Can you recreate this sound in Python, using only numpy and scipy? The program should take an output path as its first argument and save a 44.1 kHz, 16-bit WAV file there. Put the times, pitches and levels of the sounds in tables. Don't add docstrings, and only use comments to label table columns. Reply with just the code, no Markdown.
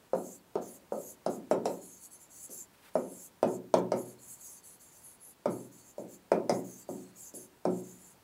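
import sys
import numpy as np
from scipy import signal
from scipy.fft import rfft, irfft, next_fast_len
from scipy.io import wavfile
from scipy.ndimage import uniform_filter1d, map_coordinates

SR = 44100
rng = np.random.default_rng(int(sys.argv[2]) if len(sys.argv) > 2 else 0)


def dump(signal):
    limited = np.clip(np.atleast_2d(signal).T, -1, 1)
    pcm = np.round(limited * 32767).astype(np.int16)
    wavfile.write(sys.argv[1], SR, pcm)


N = 362943

# t/s, level/dB, struck spot f/Hz, boom/dB, tick/dB (last two re level)
LANDINGS = [(0.133, -15, 529, -22, -37), (0.555, -19, 417, -21, -30.5), (0.921, -20.5, 486, -21.5, -43),
            (1.263, -17, 636, -16, -25), (1.512, -11, 616, -21, -29.5), (1.656, -17, 705, -21.5, -19),
            (2.494, -44.5, 320, -12.5, -12), (2.954, -14, 632, -22.5, -36), (3.429, -10, 615, -19.5, -29.5),
            (3.74, -7.5, 624, -21.5, -27), (3.919, -15, 598, -19, -24.5), (5.457, -16.5, 588, -13.5, -28.5),
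            (5.981, -28.5, 567, -12, -32), (6.3176, -9, 578, -20, -31), (6.495, -13.5, 578, -16.5, -17.5),
            (6.889, -27.5, 593, -10, -34), (7.339, -39.5, 294, -9.5, -15),
            (7.653, -15.5, 595, -14.5, -28.5)]
def landings():
    out = np.zeros(N + SR)
    t = np.arange(SR * 4 // 5) / SR
    for onset_s, level_db, spot_hz, boom_db, tick_db in LANDINGS:
        knock = panel_knock(t, level_db, spot_hz)
        contact = contact_noise(t, level_db, tick_db)
        boom = amp(boom_db) * casing_boom(t, onset_s)
        out[round(onset_s * SR):][:len(t)] += amp(level_db) * (knock + contact + boom)
    return out[:N]


# f/Hz, level/dB, t60/s
PANEL_MODES = [(274, -7.5, 0.054), (425, 1.5, 0.022), (555.5, 10.5, 0.015), (698, 1.5, 0.017),
               (861, -5, 0.022), (1224, -4, 0.018)]
def panel_knock(t, level_db, spot_hz, bend_s=0.0004):
    ring_s = np.maximum(t - bend_s, 0)
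    panel = ringing(PANEL_MODES, ring_s, scatter_db=3.5, attack_s=0.00066)
    spot = ringing([(spot_hz, 5.5, 0.055)], ring_s, scatter_db=2, attack_s=0.001)
    cutoff_hz = 2800 * amp(0.32 * level_db)

    def response(hz):
        return highpass(hz, 160) / (1 - (hz / cutoff_hz) ** 2 + 1.3j * hz / cutoff_hz) ** 2

    wet_db = -3.5 - 0.3 * max(level_db, -17.5)
    knock = room(panel, wet_db) + spot
    dry_peak = np.abs(filtered(panel + spot, response)).max()
    return filtered(knock, response) / dry_peak


# f/Hz, density/dB
CLACK_SPECTRUM = [(1200, -30.5), (1700, -3.5), (2400, 1), (3200, -13.5), (4200, -9), (6000, -33)]
TICK_SPECTRUM = [(2500, -26.5), (4200, -10.5), (5200, 3), (6000, 0.5), (7000, -8.5), (9000, -6),
                 (12000, -22.5), (16000, -22)]
def contact_noise(t, level_db, tick_db):
    clack_db = -3.5 + 0.72 * tick_db + 0.31 * level_db
    clack = amp(clack_db) * decay(t, t60_s=0.01) * noise(CLACK_SPECTRUM, len(t))
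    crack = amp(-2) * decay(t, t60_s=0.003)
    tick = amp(tick_db) * (decay(t, t60_s=0.024) + crack) * noise(TICK_SPECTRUM, len(t))
    return room(clack, wet_db=4.5) + room(tick, wet_db=-4)


# f/Hz, density/dB
BOOM_SPECTRUM = [(60, -35), (110, 1.5), (150, 2.5), (200, 13), (280, 13), (400, 6.5), (600, -41.5)]
# f/Hz, level/dB, t60/s
CASING_MODES = [(123.04, -17, 0.86), (181.3, -4.5, 0.67), (366, -1.5, 0.48)]
# t/s, gain/dB
UPPER_MODE_DRIVE = [(0.1, 0), (1.3, 2.5), (2.9, 3.5), (3.7, 6.5), (5.5, -4.5), (6.3, 0), (6.9, 5),
                    (7.7, 2.5)]
def casing_boom(t, onset_s, deep_db_per_s=0.92):
    dense = decay(t, t60_s=0.58) * (1 - np.exp(-t / 0.013)) * noise(BOOM_SPECTRUM, len(t))
    drives_db = [deep_db_per_s * onset_s, 0, np.interp(onset_s, *np.transpose(UPPER_MODE_DRIVE))]
    modes = [(hz, db + drive_db, t60_s) for (hz, db, t60_s), drive_db in zip(CASING_MODES, drives_db)]
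    return dense + ringing(modes, t, scatter_db=2.5, attack_s=0.018)


# start/s, end/s, level/dB, growth/dB, tint (-1 low tip modes, +1 middle)
STROKE_GESTURES = [(0.152, 0.358, -53.5, 8, -.2), (0.625, 0.764, -53.5, -0.5, -0.24),
                   (0.928, 1.119, -52.5, 11, -0.18), (1.303, 1.367, -53.5, -1.5, -.2),
                   (1.52, 1.57, -62, -28, -0.23), (1.66, 1.788, -55, -5, -0.13),
                   (1.82, 1.995, -55, -5, -.1), (2.018, 2.063, -52.5, 5, 0.23),
                   (2.117, 2.164, -53.5, -2, .3), (2.205, 2.252, -56, -7, 0.098),
                   (2.309, 2.457, -51, 8, -0.18), (2.511, 2.624, -47.5, 0, -0.34),
                   (2.952, 3.02, -56.5, -3, .3), (3.036, 3.261, -53, 9, 0.15),
                   (3.476, 3.554, -53.5, 6.5, -0.34), (3.79, 3.77, -50, -7, -.5),
                   (3.97, 4.027, -51.5, 0, 0.026), (4.06, 4.128, -55, 0, 0.13),
                   (4.195, 4.339, -52.5, 13, -0.092), (4.375, 4.385, -60, 0, -0.25),
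                   (4.408, 4.58, -50, -2, -0.31), (4.641, 4.75, -54.5, -1, 0.25),
                   (4.808, 4.896, -58, -4, -0.24), (4.927, 5.022, -57.5, -0.5, -0.3),
                   (5.045, 5.143, -53.5, -2.5, 0.43), (5.214, 5.309, -53, 1.5, 0.78),
                   (5.507, 5.668, -56, -4, 0.13), (5.726, 5.814, -58.5, 4, -0.17),
                   (5.847, 5.907, -57.5, 5, -0.45), (5.988, 6.052, -62, -10, -0.14),
                   (6.092, 6.147, -55, 4.5, -0.33), (6.53, 6.6, -53, 2, -0.18),
                   (6.65, 6.819, -53, 4, -0.56), (6.897, 7.096, -59.5, -13, -0.31),
                   (7.165, 7.288, -50, 5.5, -.5), (7.353, 7.451, -50, -9.5, 0.043),
                   (7.703, 7.8, -57, 13, -.1), (7.84, 8.006, -57.5, -7, -0.26),
                   (8.02, 8.118, -58.5, 4, -0.22)]
GROUP_LEVELS_DB = [-2.5, 1, 2.5, -5.5]
GROUP_TINTS_DB = [-2.5, -2, 12, -1]
def strokes(rise_s=0.026, fall_s=0.049, arch_db=2):
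    slips = rng.standard_normal(N) * amp(1.42 * rng.exponential(size=N) + 0.5 * wobble(150))
    hz, t, slip_stft = signal.stft(unit(slips), SR, nperseg=256)
    envelope = np.zeros(len(t))
    group_gains = np.zeros((len(GROUP_LEVELS_DB), len(t)))
    for start_s, end_s, level_db, growth_db, tint in STROKE_GESTURES:
        place = np.clip((t - start_s) / (end_s - start_s), 0, 1) - 0.5
        fade = np.clip(np.minimum((t - start_s) / rise_s, (end_s - t) / fall_s) + 1, 0, 1) ** 2
        gain = fade * amp(level_db + growth_db * place - arch_db * (2 * place) ** 2)
        envelope += gain
        group_gains += gain * amp(np.add(GROUP_LEVELS_DB, tint * np.array(GROUP_TINTS_DB)))[:, None]
    colour = tip_colour(hz[:, None], t, group_gains)
    pressure = amp(1.1 * wobble_at(t, 30))
    response = envelope * pressure * colour + barrel_squeak(hz[:, None], t, envelope)
    return signal.istft(slip_stft * response, SR, nperseg=256)[1][:N]


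# f/Hz, width/Hz, level/dB
TIP_MODE_GROUPS = [
    [(6507, 510, 2), (5100, 460, -18)],
    [(7250, 430, 3), (8000, 1100, -2.5)],
    [(10460, 1900, 4.5), (10860, 900, 0), (11800, 660, -11)],
    [(12600, 610, -6.5), (13540, 1200, -2), (14900, 1400, -7)],
]
def tip_colour(hz, t, group_gains):
    power = 1e-12
    for modes, gain in zip(TIP_MODE_GROUPS, group_gains):
        bent_hz = hz * (1 + 0.012 * wobble_at(t, 14))
        group_power = 0
        for mode_hz, width_hz, db in modes:
            peak = amp(db + 2.2 * wobble_at(t, 14)) * resonance(bent_hz - mode_hz, width_hz) ** 0.9
            group_power += peak ** 2
        power += gain ** 2 * group_power / group_power.mean()
    grip = uniform_filter1d(rng.standard_normal(power.shape), size=2, axis=0)
    grip = uniform_filter1d(grip, size=16, axis=1)
    power *= amp(6.5 * unit(grip))
    return np.sqrt(power / power.mean(0))


def barrel_squeak(hz, t, envelope, mode_hz=4480, width_hz=70):
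    gain = amp(-77.5 + 2 * wobble_at(t, 7.7)) * np.sqrt(SR / width_hz)
    centre_hz = mode_hz + 120 * wobble_at(t, 6.6)
    return gain * resonance(hz - centre_hz, width_hz) * (envelope / envelope.max()) ** 0.11


# f/Hz, density/dB
CLOTH_SPECTRUM = [(300, -31), (900, -9.5), (1500, -8.5), (3200, -13), (6000, -21), (12000, -18),
                  (16000, -23)]
# start/s, loudest/s, end/s
BRUSH_TIMES_S = (2.7, 2.85, 3.0)
def sleeve():
    swell_db = np.interp(np.arange(N) / SR, BRUSH_TIMES_S, [-73, -60.5, -73], left=-120, right=-120)
    return amp(swell_db + 2.8 * wobble(64)) * noise(CLOTH_SPECTRUM, N)


# f/Hz, density/dB
AIR_SPECTRUM = [(15, -35), (25, 4.5), (170, -3.5), (840, -11), (936, -7.5), (1040, -12.5), (1560, -15.5),
                (3080, -20), (5730, -23), (7710, -22.5), (14000, -25.5), (16000, -23.5)]
def ventilation(level_db=-61.5):
    return amp(level_db + 0.6 * wobble(3)) * noise(AIR_SPECTRUM, N)


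def electronics_whine(hz=13884, level_db=-88):
    gain = np.sqrt(2) * amp(level_db + 3.9 * wobble(5))
    return gain * np.sin(2 * np.pi * hz * np.arange(N) / SR + 1.1 * wobble(24))


# f/Hz, t60/s
ROOM_DECAY = [(80, 0.34), (210, 0.49), (560, 0.39), (1470, 0.26), (3880, 0.19)]
def room(x, wet_db, build_s=0.0037):
    hz, t, noise_stft = signal.stft(rng.standard_normal(len(x)), SR, nperseg=256)
    t60_s = log_interp(ROOM_DECAY, hz)[:, None]
    tail = signal.istft(noise_stft * decay(t, t60_s), SR, nperseg=256)[1][:len(x)]
    tail *= np.clip(np.arange(len(tail)) / SR / build_s, 0, 1) ** 2
    return x + amp(wet_db) * signal.fftconvolve(x, tail / np.linalg.norm(tail))[:len(x)]


def ringing(modes, t, scatter_db, attack_s):
    out = np.zeros(len(t))
    for hz, db, t60_s in modes:
        gain = amp(db + scatter_db * rng.standard_normal())
        out -= gain * decay(t, t60_s) * np.sin(2 * np.pi * hz * t)
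    return out * (1 - np.exp(-t / attack_s))


def noise(spectrum, size):
    return unit(filtered(rng.standard_normal(size), lambda hz: amp(log_interp(spectrum, hz))))


def wobble(knots_per_s):
    knots = rng.standard_normal(int(N * knots_per_s / SR) + 4)
    return map_coordinates(knots, [np.arange(N) * knots_per_s / SR])


def wobble_at(t, knots_per_s):
    return np.interp(t * SR, np.arange(N), wobble(knots_per_s))


def filtered(x, response):
    size = next_fast_len(len(x) + 8192)
    return irfft(rfft(x, size) * response(np.fft.rfftfreq(size, 1 / SR)), size)[:len(x)]


def highpass(hz, corner_hz):
    return (1j * hz / (corner_hz + 1j * hz)) ** 2


def resonance(offset_hz, width_hz):
    return 1 / (1 + (2 * offset_hz / width_hz) ** 2)


def log_interp(points, hz):
    points_hz, values = np.transpose(points)
    return np.interp(np.log(hz + 1), np.log(points_hz + 1), values)


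def decay(t, t60_s):
    return amp(-60 * t / t60_s)


def amp(db):
    return 10 ** (np.asarray(db) / 20)


def unit(x):
    return x / np.sqrt(np.mean(x ** 2) + 1e-20)


def scene():
    return (landings() + strokes() + sleeve() + electronics_whine() + ventilation())[None]


def record(dry):
    bass_hz, top_hz = 90, 15750
    response = lambda hz: highpass(hz, bass_hz) * amp(-np.clip((hz - top_hz) / 4, 0, 90))
    return filtered(dry[0], response)[None]


dry = scene()
out = record(dry)
dump(out)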